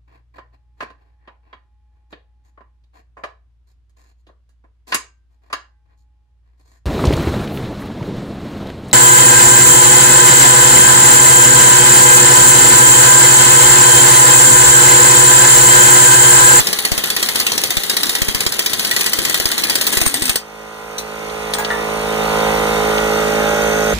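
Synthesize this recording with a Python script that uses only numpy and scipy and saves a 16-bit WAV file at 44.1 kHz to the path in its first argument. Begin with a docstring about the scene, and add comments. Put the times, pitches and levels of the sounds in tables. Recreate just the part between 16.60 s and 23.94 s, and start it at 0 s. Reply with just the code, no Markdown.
"""An impact wrench hammers a puller screw through a steering knuckle until the bearing comes free.
Each blow cracks steel on steel and rings the knuckle, over rattling play and the rush of the air motor.
The loose parts clank and a socket is set down, while a piston compressor drones in the workshop.
A gain control ducks under the blows, then slowly lets the drone swell back."""
import sys
import numpy as np
from scipy import signal
from scipy.fft import rfft, irfft
from scipy.io import wavfile
from scipy.ndimage import uniform_filter1d

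SR = 44100
rng = np.random.default_rng(int(sys.argv[2]) if len(sys.argv) > 2 else 0)


def generate_wav(signal):
    """Clip the signal to [-1, 1] and save it as 16-bit WAV at the path in sys.argv[1]."""
    frames = np.transpose(np.atleast_2d(signal))
    scaled = np.clip(frames, -1, 1) * 32767
    pcm = np.round(scaled).astype(np.int16)
    wavfile.write(sys.argv[1], SR, pcm)


N = 323694
TIME, FREQS = np.arange(N) / SR, np.fft.rfftfreq(N, 1 / SR)
REBOUND_S, RELEASE_S = 0.033, 3.735  # hammer's bounce after a blow; trigger let go

# hammer blows, about sixteen a second: start_s, level_db
BLOWS = [(0.0014, -6.5), (0.0697, -5.5), (0.1288, -1.5), (0.1874, -4.5), (0.25, -2.5), (0.317, -5),
         (0.378, -5), (0.4379, -7), (0.5011, -3.5), (0.5642, -4), (0.627, -2), (0.687, -5), (0.756, -5),
         (0.7986, -4.5), (0.866, -4), (0.918, -6), (0.9783, -3), (1.0363, -2.5), (1.1051, -1), (1.1685, -3),
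         (1.2347, -8), (1.297, -2.5), (1.367, -4), (1.4319, -1.5), (1.4932, -3), (1.551, -3), (1.6176, -2),
         (1.6834, -4.5), (1.7467, -5), (1.8052, -4), (1.864, -1.5), (1.922, -5), (1.992, 0), (2.0604, -2),
         (2.1324, -4), (2.1938, -5.5), (2.248, -6.5), (2.311, -5.5), (2.363, -6), (2.4088, -2.5),
         (2.4617, -3), (2.5319, -1.5), (2.587, -4.5), (2.6502, -3), (2.6963, -5.5), (2.7424, 0),
         (2.799, -4.5), (2.855, -2.5), (2.9156, -4.5), (2.979, -6), (3.0365, -6), (3.0968, -4),
         (3.154, -2.5), (3.211, -5.5), (3.267, -6.5), (3.325, -10), (3.3703, -8), (3.414, -5),
         (3.4617, -2.5), (3.4762, -5.5), (3.541, -3), (3.6205, -7), (3.654, -10.5), (3.678, -12),
         (3.694, -2.5), (3.7566, -1.5)]
# heavy blows that jolt the microphone: start_s, level_db
JOLTS = [(.003, -6), (0.32, 0), (0.378, -9), (1.172, -0.5), (1.619, 3), (1.686, 0), (1.75, -4),
         (1.865, -2.5), (2.589, -6), (2.8, -10), (2.857, -4), (3.373, -5), (3.416, -2.5), (3.467, 2.5),
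         (3.622, -6), (3.697, -3)]
# left-right likeness, at the work (near) and across the shop (far): freq_hz, correlation
NEAR_LIKENESS = [(60, -0.5), (240, -0.05), (480, -0.27), (950, 1.03), (1900, 0.5), (2400, 1.02),
                 (2750, 0.9), (3500, 0.24), (4400, 0.36), (5100, 0.87), (6200, 0.5), (7700, 0.42),
                 (15000, -0.73)]
FAR_LIKENESS = [(60, 0.49), (150, 0.22), (380, 0.094), (950, 0.14), (1800, 0.97), (2500, 0.76),
                (3500, 0.48), (5150, 0.86), (6200, 0.29), (15000, .1)]
# how far the left side leads: freq_hz, lead_rad
NEAR_LEAD = [(0, 0), (1550, .4), (2300, -2.9), (2800, -3.3), (3700, -6.4), (4600, -3.3), (5400, -3.1),
             (6100, 0), (7060, .1), (7670, 3.3), (9300, -.6), (12800, 3.1), (15000, 1)]
FAR_LEAD = [(0, 0), (1460, -.5), (2300, -2.9), (2750, -3.4), (3700, -6.3), (5150, -9.4), (9470, -20),
            (16000, -35)]
# stereo balance: freq_hz, left_minus_right_db
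NEAR_PAN = [(60, -1), (130, 13.5), (290, 10.5), (640, 4), (1410, 2.5), (3100, 0), (6820, 1.5), (15000, 4.5)]
FAR_PAN = [(60, -4), (99, 9), (160, -0.5), (270, 6.5), (450, -8.5), (740, -2.5), (1220, -1), (2010, -1.5),
           (3330, -2.5), (5500, 0), (9080, 1), (15000, 1.5)]
NEAR, FAR = (NEAR_LIKENESS, NEAR_LEAD, NEAR_PAN), (FAR_LIKENESS, FAR_LEAD, FAR_PAN)


def amp(db):
    """Decibels to gain."""
    return 10 ** (np.asarray(db) / 20)


def unit(x):
    """Scales to an rms of one."""
    return x / np.sqrt(np.mean(x ** 2) + 1e-20)


def read(points, hz):
    """Reads a table on a log-frequency axis."""
    freqs, values = np.transpose(points)
    return np.interp(np.log(hz + 1), np.log(freqs + 1), values)


def drift(rate_hz):
    """A smooth random wobble of unit size, no faster than rate_hz."""
    t = np.linspace(0, N / SR, 1500)
    speeds = rate_hz * np.geomspace(.1, 1, 12)
    wobble = np.sin(2 * np.pi * (speeds[:, None] * t + rng.random((len(speeds), 1)))).sum(0)
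    return np.interp(TIME, t, unit(wobble))


def resonances(modes):
    """EQ curve of a set of resonant peaks."""
    return sum(amp(db) / (1 + ((FREQS - hz) / (width / 2)) ** 2) for hz, width, db in modes)


def noise(gain, place):
    """Coloured noise with the stereo image of one place."""
    likeness, lead, pan = (read(table, FREQS) for table in place)
    likeness = np.clip(likeness, -1, 1)
    left, other = rfft(rng.standard_normal((2, N)))
    right = (likeness * left + np.sqrt(1 - likeness ** 2) * other) * np.exp(-1j * lead)
    return unit(irfft(gain * np.array([left * amp(pan / 2), right * amp(-pan / 2)]), N))


def grain(gain, depth_db, place=NEAR, span_s=.09):
    """Noise with narrow, randomly shifting peaks, like the many close modes of steel."""
    spectrum = signal.stft(noise(gain, place), nperseg=1024)[2]
    peaks = uniform_filter1d(rng.standard_normal(spectrum.shape[1:]), int(span_s * SR / 512), axis=1)
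    peaks = unit(uniform_filter1d(peaks, size=2, axis=0))
    return unit(signal.istft(spectrum * amp(depth_db * peaks))[1][:, :N])


def add(mix, s, sound):
    """Mixes a sound in at a time."""
    part = mix[..., max(round(s * SR), 0):][..., :sound.shape[-1]]
    part += sound[..., :part.shape[-1]]


def bursts(times, dbs, lengths, rise_s, tail_db, t60_s):
    """Envelope of hits: a brief chatter of steel on steel, then a dying tail."""
    t, power = np.arange(SR // 3) / SR, np.zeros(N)
    attack = (1 - np.exp(-t / rise_s)) ** 2
    for s, db, length, tail in zip(times, dbs, lengths, tail_db + np.zeros(len(times))):
        chatter = np.sqrt(2) * np.exp(-(t / max(length, 1e-3)) ** 2)
        add(power, s, amp(2 * db) * attack * (chatter + amp(2 * (tail - 60 * t / t60_s))))
    return np.sqrt(power)


def since_blow():
    """Seconds since the hammer last struck."""
    s = np.array(BLOWS)[:, 0]
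    return np.maximum(TIME - s[np.maximum(np.searchsorted(s, TIME) - 1, 0)], 0)


def airflow_db(creep_db_per_s=0.8, cutoff_db_per_s=303):
    """Air flow creeps up while the trigger is held and dies once it is let go."""
    held_db = -26 + creep_db_per_s * np.minimum(TIME, RELEASE_S)
    return held_db - cutoff_db_per_s * np.clip(TIME - RELEASE_S, 0, 1)


def steel(hits, echo_s=.0112, echo_db=-4):
    """Each hit cracks and shakes the knuckle; a looser bearing rings more and the knuckle less."""
    # tone of the contact and of the body under it: freq_hz, level_db
    crack_eq = [(1800, -17), (2500, 1.5), (3200, -4), (4100, 0.5), (5100, 1), (6400, -4.5), (7500, -2.5),
                (8500, -3.5), (9300, -6.5), (10300, -1.5), (11000, -7.5), (11600, -6), (12900, -13),
                (14000, -14), (15000, 0)]
    body_eq = [(150, -15.5), (400, 2), (650, -3), (1000, -1.5), (1400, -1.5), (1950, 4), (2400, -1.5),
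               (3200, -46)]
    # modes of the clamped knuckle and the freed bearing: pitch_hz, width_hz, level_db
    knuckle_modes = [(1926, 170, 7.5), (3193, 110, 9), (3664, 120, 4.5), (3870, 140, 3.5), (4640, 150, -4),
                     (5830, 180, 0.5), (6320, 230, 2.5)]
    bearing_modes = [(8570, 610, 10), (15000, 300, 3), (6550, 900, -4)]
    # how freely the bearing rings: time_s, level_db
    looseness = [(2.7, -22), (3.15, -12), (3.35, -9), (3.48, -5.5), (3.75, -6.5), (4.4, -19), (4.94, -7)]
    s, db, body_db, length = np.transpose(hits)
    tail_db = -8 * amp(np.interp(s, *np.transpose(looseness))) ** 2
    highs = 1 / (1 + (7000 / (FREQS + 1)) ** 4)
    colour = amp(read(crack_eq, FREQS))
    crack = grain(colour * (1 - highs), depth_db=5.5)
    crack *= bursts(s, db - 7.5, length, rise_s=.0003, tail_db=tail_db - 0.5, t60_s=0.14)
    sizzle = grain(colour * highs, depth_db=4.5)
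    sizzle *= bursts(s, db - 1, length, rise_s=.0003, tail_db=tail_db - 4, t60_s=0.11)
    body = grain(amp(read(body_eq, FREQS)), depth_db=2.5)
    body *= bursts(s, db + body_db + 2, 0.62 * length, rise_s=.0003, tail_db=tail_db - 3.5, t60_s=0.1)
    # a nearby wall throws the body back, sides swapped
    slapback = amp(echo_db) * np.pad(body[::-1], ((0, 0), (round(echo_s * SR), 0)))[:, :N]
    knuckle = grain(resonances(knuckle_modes), depth_db=6.5)
    knuckle *= bursts(s, db - 14.5, length, rise_s=.0018, tail_db=tail_db + 1, t60_s=0.15)
    bearing = grain(resonances(bearing_modes), depth_db=4)
    bearing *= bursts(s, db - 1, length, rise_s=.00077, tail_db=-1, t60_s=0.12)
    bearing *= amp(np.interp(TIME, *np.transpose(looseness)))
    return crack + sizzle + body + slapback + knuckle + bearing


def hammering(chatter_s=0.0051, slide_at_s=3.32, rebound_chatter_s=.002):
    """The hammer drives the steel and rebounds weakly after each blow while the trigger is held."""
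    s, db = np.transpose(BLOWS)
    is_jolt = abs(s[:, None] - np.array(JOLTS)[:, 0]).min(1) < .01
    body_db = -17 + 3 * is_jolt
    # the chatter draws out while the bearing slides from its seat
    length = chatter_s + 0.008 * np.exp(-((s - slide_at_s) / 0.1) ** 2)
    blows = np.column_stack([s, db, body_db, length])
    late, force = rng.standard_normal((len(s), 2)).T
    rebound_at = s + REBOUND_S * (1 + 0.06 * late)
    rebound_db = db - 13.5 + 3.2 * force
    rebounds = np.column_stack([rebound_at, rebound_db, body_db, np.full(len(s), rebound_chatter_s)])
    return steel(np.vstack([blows, rebounds[rebound_at < RELEASE_S]]))


def bite(count=4, delay_s=.0016, gap_s=.001, fall_db=3):
    """The hammer meets the anvil in a quick, weakening run of dry clicks."""
    # bright resonances of hammer and anvil: pitch_hz, width_hz, level_db
    anvil_modes = [(1400, 1500, -14), (3300, 620, -3), (4200, 820, 9), (5900, 1800, 1), (9900, 1500, -7),
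                   (11700, 900, -5), (14900, 1100, -10)]
    clicks = np.zeros((2, N))
    for s, db in BLOWS:
        for k in range(count):
            at = s + delay_s + gap_s * (k + rng.uniform(-.5, .5))
            add(clicks, at, amp(db + 8.5 - fall_db * k) * unit(rng.standard_normal((2, 3))) / 2)
    return irfft(rfft(clicks) * resonances(anvil_modes), N)


def thumps(push_s=0.00094, right_db=-3.0):
    """A jolt is one push and a slow rebound, felt in opposite directions left and right."""
    out, age = np.zeros((2, N)), np.arange(SR // 10) / SR / push_s
    push = age * np.exp(1 - age) - age / 36 * np.exp(1 - age / 6)
    for s, db in JOLTS:
        add(out, s, amp(db) * np.array([push, -amp(right_db) * push]))
    return out


def rattle(ticks_per_s=220, settle_db_per_s=150):
    """The socket and the puller chatter in their play, settling after each rebound."""
    # resonances of the loose fit: pitch_hz, width_hz, level_db
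    play_modes = [(3650, 2050, 0.5), (6530, 2200, -3), (8270, 950, -8.5), (9880, 1250, 1.5),
                  (11500, 1300, -4), (15200, 2300, 0)]
    gap_draw, level_draw = rng.random((1700, 2)).T
    s = np.cumsum(-np.log(gap_draw)) / ticks_per_s
    db = 3 - 3 * np.log(np.maximum(level_draw, .1))
    ticks = bursts(s, db, np.full(len(s), .0016), rise_s=0.00023, tail_db=-14.5, t60_s=0.048)
    settled_db = settle_db_per_s * np.maximum(since_blow() - REBOUND_S, 0)
    return grain(resonances(play_modes), depth_db=5) * ticks * amp(airflow_db() - settled_db)


def air_motor(rotor_hz=308.6, check_hz=170.4, spin_up_s=.054, free_from_s=3.49, free_to_s=3.715):
    """Air rushes out of the wrench; its rotor is checked by every blow and spins up again."""
    # tone of the exhaust: freq_hz, level_db
    exhaust_eq = [(25, -24), (60, -11), (110, -6.5), (200, -3.5), (355, 3), (649, -8.5), (1200, -4.5),
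                  (1900, 0.5), (4000, -1), (6200, -9), (8500, -7), (10000, -5), (14800, -16), (16000, -26)]
    rush = grain(amp(read(exhaust_eq, FREQS)), depth_db=2.5)
    rush *= amp(airflow_db() + 2.5 + 2 * drift(rate_hz=60))
    since = since_blow()
    turn = 2 * np.pi * np.cumsum(rotor_hz - check_hz * np.exp(-since / spin_up_s)) / SR
    vanes = (np.sin(turn) + 0.33 * np.sin(2 * turn)) * amp(airflow_db() - 18.5)
    # once the load lets go it whines, gathering speed between the last blows
    unloaded = np.clip(np.minimum(TIME - free_from_s, free_to_s - TIME) / 0.027, 0, 1)
    whine_hz = 242.7 + 1000 * since
    whine = amp(-26) * np.sin(2 * np.pi * np.cumsum(whine_hz) / SR)
    return rush + vanes + unloaded * whine


def piston_drone(turn, stroke_hz, chug_hz=480, in_step_hz=700, move_at_s=6.48):
    """Each stroke chugs in the intake: low harmonics keep step, the room smears the higher ones."""
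    # the first thirty harmonics: harmonic, level_db
    low_harmonics = [(1, -13.5), (2, -22), (3, -9.5), (4, -5.5), (5, -18), (6, -12), (7, -19), (8, -0.5),
                     (9, -3.5), (10, -4), (11, -4.5), (12, -12), (13, -7.5), (14, -12.5), (15, -8),
                     (16, -13), (17, -13.5), (18, -14.5), (19, -13), (20, -14), (21, -17.5), (22, -10.5),
                     (23, -11.5), (24, -12.5), (25, -12.5), (26, -12), (27, -9), (28, -15), (29, -17),
                     (30, -13.5)]
    # roll-off of those above: freq_hz, level_db
    upper_eq = [(1650, -20.5), (2000, -14.5), (2500, -21.5), (3100, -23.5), (3680, -30), (4500, -44)]
    # standing waves shift as the listener moves: harmonic, change_db
    room_shift = [(11, 4), (14, -9), (17, -10.5), (19, -13), (22, -6), (28, 4), (30, 7)]
    levels, changes = dict(low_harmonics), dict(room_shift)
    moved = .5 * np.tanh((TIME - move_at_s) / 0.27)
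    drone = np.zeros((2, N))
    for k in range(1, 85):
        hz = k * stroke_hz
        scatter, apart, late = rng.standard_normal(3)
        db = levels.get(k, read(upper_eq, hz) + 3 * scatter) + changes.get(k, 0) * moved
        gain = amp(db) * (1 + 0.14 * min(np.sqrt(hz / 450), 2) * drift(rate_hz=4))
        likeness, lead, pan = (read(table, hz) for table in FAR)
        lead += 1.08 * apart * np.sqrt(1 - np.clip(likeness, 0, 1)) * min(hz / 1000, 1)
        sweep = .145 * (k - chug_hz / stroke_hz) ** 2  # draws the chug into a short chirp
        smear = 2 * np.pi * late * np.clip(hz / in_step_hz - 1, 0, 1)
        phase = k * (turn + np.pi) + sweep + smear  # half a turn from the valves
        drone[0] += gain * amp(pan / 2) * np.cos(phase)
        drone[1] += gain * amp(-pan / 2) * np.cos(phase - lead)
    return unit(drone)


def compressor(stroke_hz=53.56):
    """A piston drones and its drive whines; valve hiss and tank ring pulse with every stroke."""
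    # tone of the workshop's wash: freq_hz, level_db
    shop_eq = [(25, -37), (109, -17.5), (213, -8), (430, -1), (680, -6), (870, -4), (1420, -7.5),
               (2500, -7), (3630, -11.5), (5140, -14.5), (6370, -14.5), (15000, -23)]
    # resonances of tank and pipes, drive and valves: pitch_hz, width_hz, level_db
    tank_modes = [(1981, 12, 9.5), (3130, 23, -5), (3683, 30, 7), (4330, 25, 3), (4720, 63, 0),
                  (5640, 52, 0.5), (6200, 86, -13)]
    drive_modes = [(818.5, 5.2, 0.5), (1255, 41, -12)]
    valve_modes = [(3600, 290, -16), (6305, 350, 3.5), (8980, 630, 0), (14240, 880, -4)]
    turn = 2 * np.pi * np.cumsum(stroke_hz * (1 + 0.0006 * drift(rate_hz=3))) / SR
    pulse = 1 + 0.5 * np.cos(turn)
    drone = amp(-16) * piston_drone(turn, stroke_hz)
    wash = amp(-23.5) * grain(amp(read(shop_eq, FREQS)), depth_db=2.5, place=FAR, span_s=1.8)
    wash *= 1 + 0.026 * np.cos(turn)
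    tank = amp(-35) * noise(resonances(tank_modes), FAR) * pulse
    whine = amp(-29.5) * noise(resonances(drive_modes), FAR)
    rumble = amp(-40) * noise(resonances([(62, 21, 0)]), FAR)
    hiss = amp(-35) * grain(resonances(valve_modes), depth_db=3, place=FAR, span_s=1.5) * pulse
    return drone + wash + tank + whine + rumble + hiss


def early_brightness(x, shelf_hz=750, lift_db=2.5, dull_at_s=5.08):
    """The treble stands a little higher at first, then settles."""
    treble = irfft(rfft(x) * FREQS ** 4 / (FREQS ** 4 + shelf_hz ** 4), N)
    fade = .5 * (1 - np.tanh((TIME - dull_at_s) / 0.22))
    return x + treble * (amp(lift_db) - 1) * fade


def bearing_slips():
    """The bearing jerks forward in its seat with short, heavily damped thuds, dead centre."""
    # jerks: start_s, level_db, pitch_hz, t60_s
    jerks = [(.3185, -9, 300, .008), (1.8652, -7.5, 380, 0.012), (2.7997, -11, 550, .017),
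             (2.856, -12, 430, .011), (3.373, -21, 362, .04), (3.418, -14, 726, .025),
             (3.4628, -4, 1100, 0.014), (3.4652, -5, 480, .008), (3.4721, -8.5, 260, 0.01),
             (3.5415, -6, 750, 0.0046), (3.6217, -6, 420, 0.0065), (3.697, -17, 1300, .025),
             (3.757, -9, 474, .019)]
    out, t = np.zeros((2, N)), np.arange(SR // 10) / SR
    for s, db, hz, t60 in jerks:
        add(out, s, amp(db - 60 * t / t60) * np.sin(2 * np.pi * hz * t))
    return out


def knocks():
    """Steel knocks, short and damped, as the bearing breaks free and parts are set on the concrete."""
    # contacts: start_s, level_db, pitch_hz, width_hz, t60_s
    contacts = [(3.679, -14.5, 1100, 900, 0.059), (3.694, -3, 2880, 1700, 0.06),
                (4.696, -26, 3680, 2200, .07), (4.822, -29, 7000, 7000, .025),
                (4.937, -11, 4100, 900, 0.027), (5.047, -14.5, 3870, 3000, 0.064),
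                (6.378, -31, 4200, 900, 0.035), (6.382, -19.5, 2400, 3400, 0.037)]
    out = np.zeros((2, N))
    for s, db, hz, width, t60 in contacts:
        envelope = (TIME > s) * amp(db - 60 * abs(TIME - s) / t60)
        out += noise(resonances([(hz, width, 0)]), NEAR) * envelope
    return out


def clanks():
    """The loosened parts clank together, steel on steel."""
    # clanks: start_s, level_db, body_offset_db, chatter_s
    hits = [(4.381, -20.5, -23, 0.024), (4.936, -13, -11, 0.0022), (4.983, -29, -5, 0.03),
            (5.104, -38.5, 3, 0.042)]
    return steel(hits)


def ring(modes, start_s, level_db, split_hz=12, blur=0.005):
    """A struck part rings with close pairs of modes, blurred as it chatters on what it touches."""
    out, t = np.zeros((2, N)), np.arange(SR) / SR
    for hz, db, t60 in modes:
        phase, twin_phase = rng.uniform(-1.5, 1, (2, 2, 1))
        wander = np.cumsum(rng.standard_normal(SR)) * np.sqrt(2 * np.pi * blur * hz / SR)
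        tone = np.sin(2 * np.pi * hz * t + phase + wander)
        twin = 0.28 * np.sin(2 * np.pi * (hz + split_hz * rng.uniform(1, 2)) * t + twin_phase)
        add(out, start_s, amp(level_db + db - 60 * t / t60) * (tone + twin))
    return out


def ringing_parts():
    """The ratchet clinks on the nut, then the sleeve and the socket ring out."""
    # modes of each part: pitch_hz, level_db, t60_s
    nut_modes = [(4048, 0, 0.11), (5950, 3.5, 0.091), (8150, -7, .08), (11600, -14, .1), (9394, -14, .063)]
    sleeve_modes = [(843, 1, 0.22), (923, -6, 0.88), (1590, -2, 0.2), (1660, -4, 0.55), (3350, -12, 0.33),
                    (6960, -4.5, .1), (14950, -3, 0.16)]
    socket_modes = [(923, -5.5, 0.5), (1420, -2, 0.22), (1774, 2.5, 0.33), (1893, 0.5, 0.22),
                    (2920, -12.5, 0.18), (3600, -8, 0.28), (3980, -11, 0.13)]
    nut = ring(nut_modes, start_s=4.382, level_db=-17.5)
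    sleeve = ring(sleeve_modes, start_s=4.985, level_db=-23.5)
    socket = ring(socket_modes, start_s=5.104, level_db=-23.5)
    return nut + sleeve + socket


def scene():
    """The close wrench towers over the clanks and the compressor."""
    blows = amp(-0.16) * hammering() + bite() + amp(0.5) * thumps() + bearing_slips()
    wrench = amp(17.5) * (blows + rattle() + air_motor())
    parts = amp(10.5) * ringing_parts() + amp(12) * clanks() + amp(7.5) * knocks()
    return wrench + parts + early_brightness(compressor())


def record(dry, limit_db=-8.0, recover_db_per_s=11.0, cutoff_hz=15500):
    """Gain control with a fast attack and a slow release, full-scale clipping, then a low-pass."""
    power_db = 10 * np.log10(abs(uniform_filter1d((dry ** 2).mean(0), size=600)) + 1e-12)
    climb_db = recover_db_per_s * TIME
    held_db = np.maximum.accumulate(power_db + climb_db) - climb_db
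    duck_db = uniform_filter1d(np.maximum(held_db - limit_db, 0), size=200)
    clipped = np.clip(dry * amp(-duck_db), -1, 1)
    lowpass = signal.firwin(255, cutoff_hz, window=("kaiser", 7), fs=SR)
    return signal.oaconvolve(clipped, lowpass[None], "same")


dry = scene()
out = record(dry)
generate_wav(out)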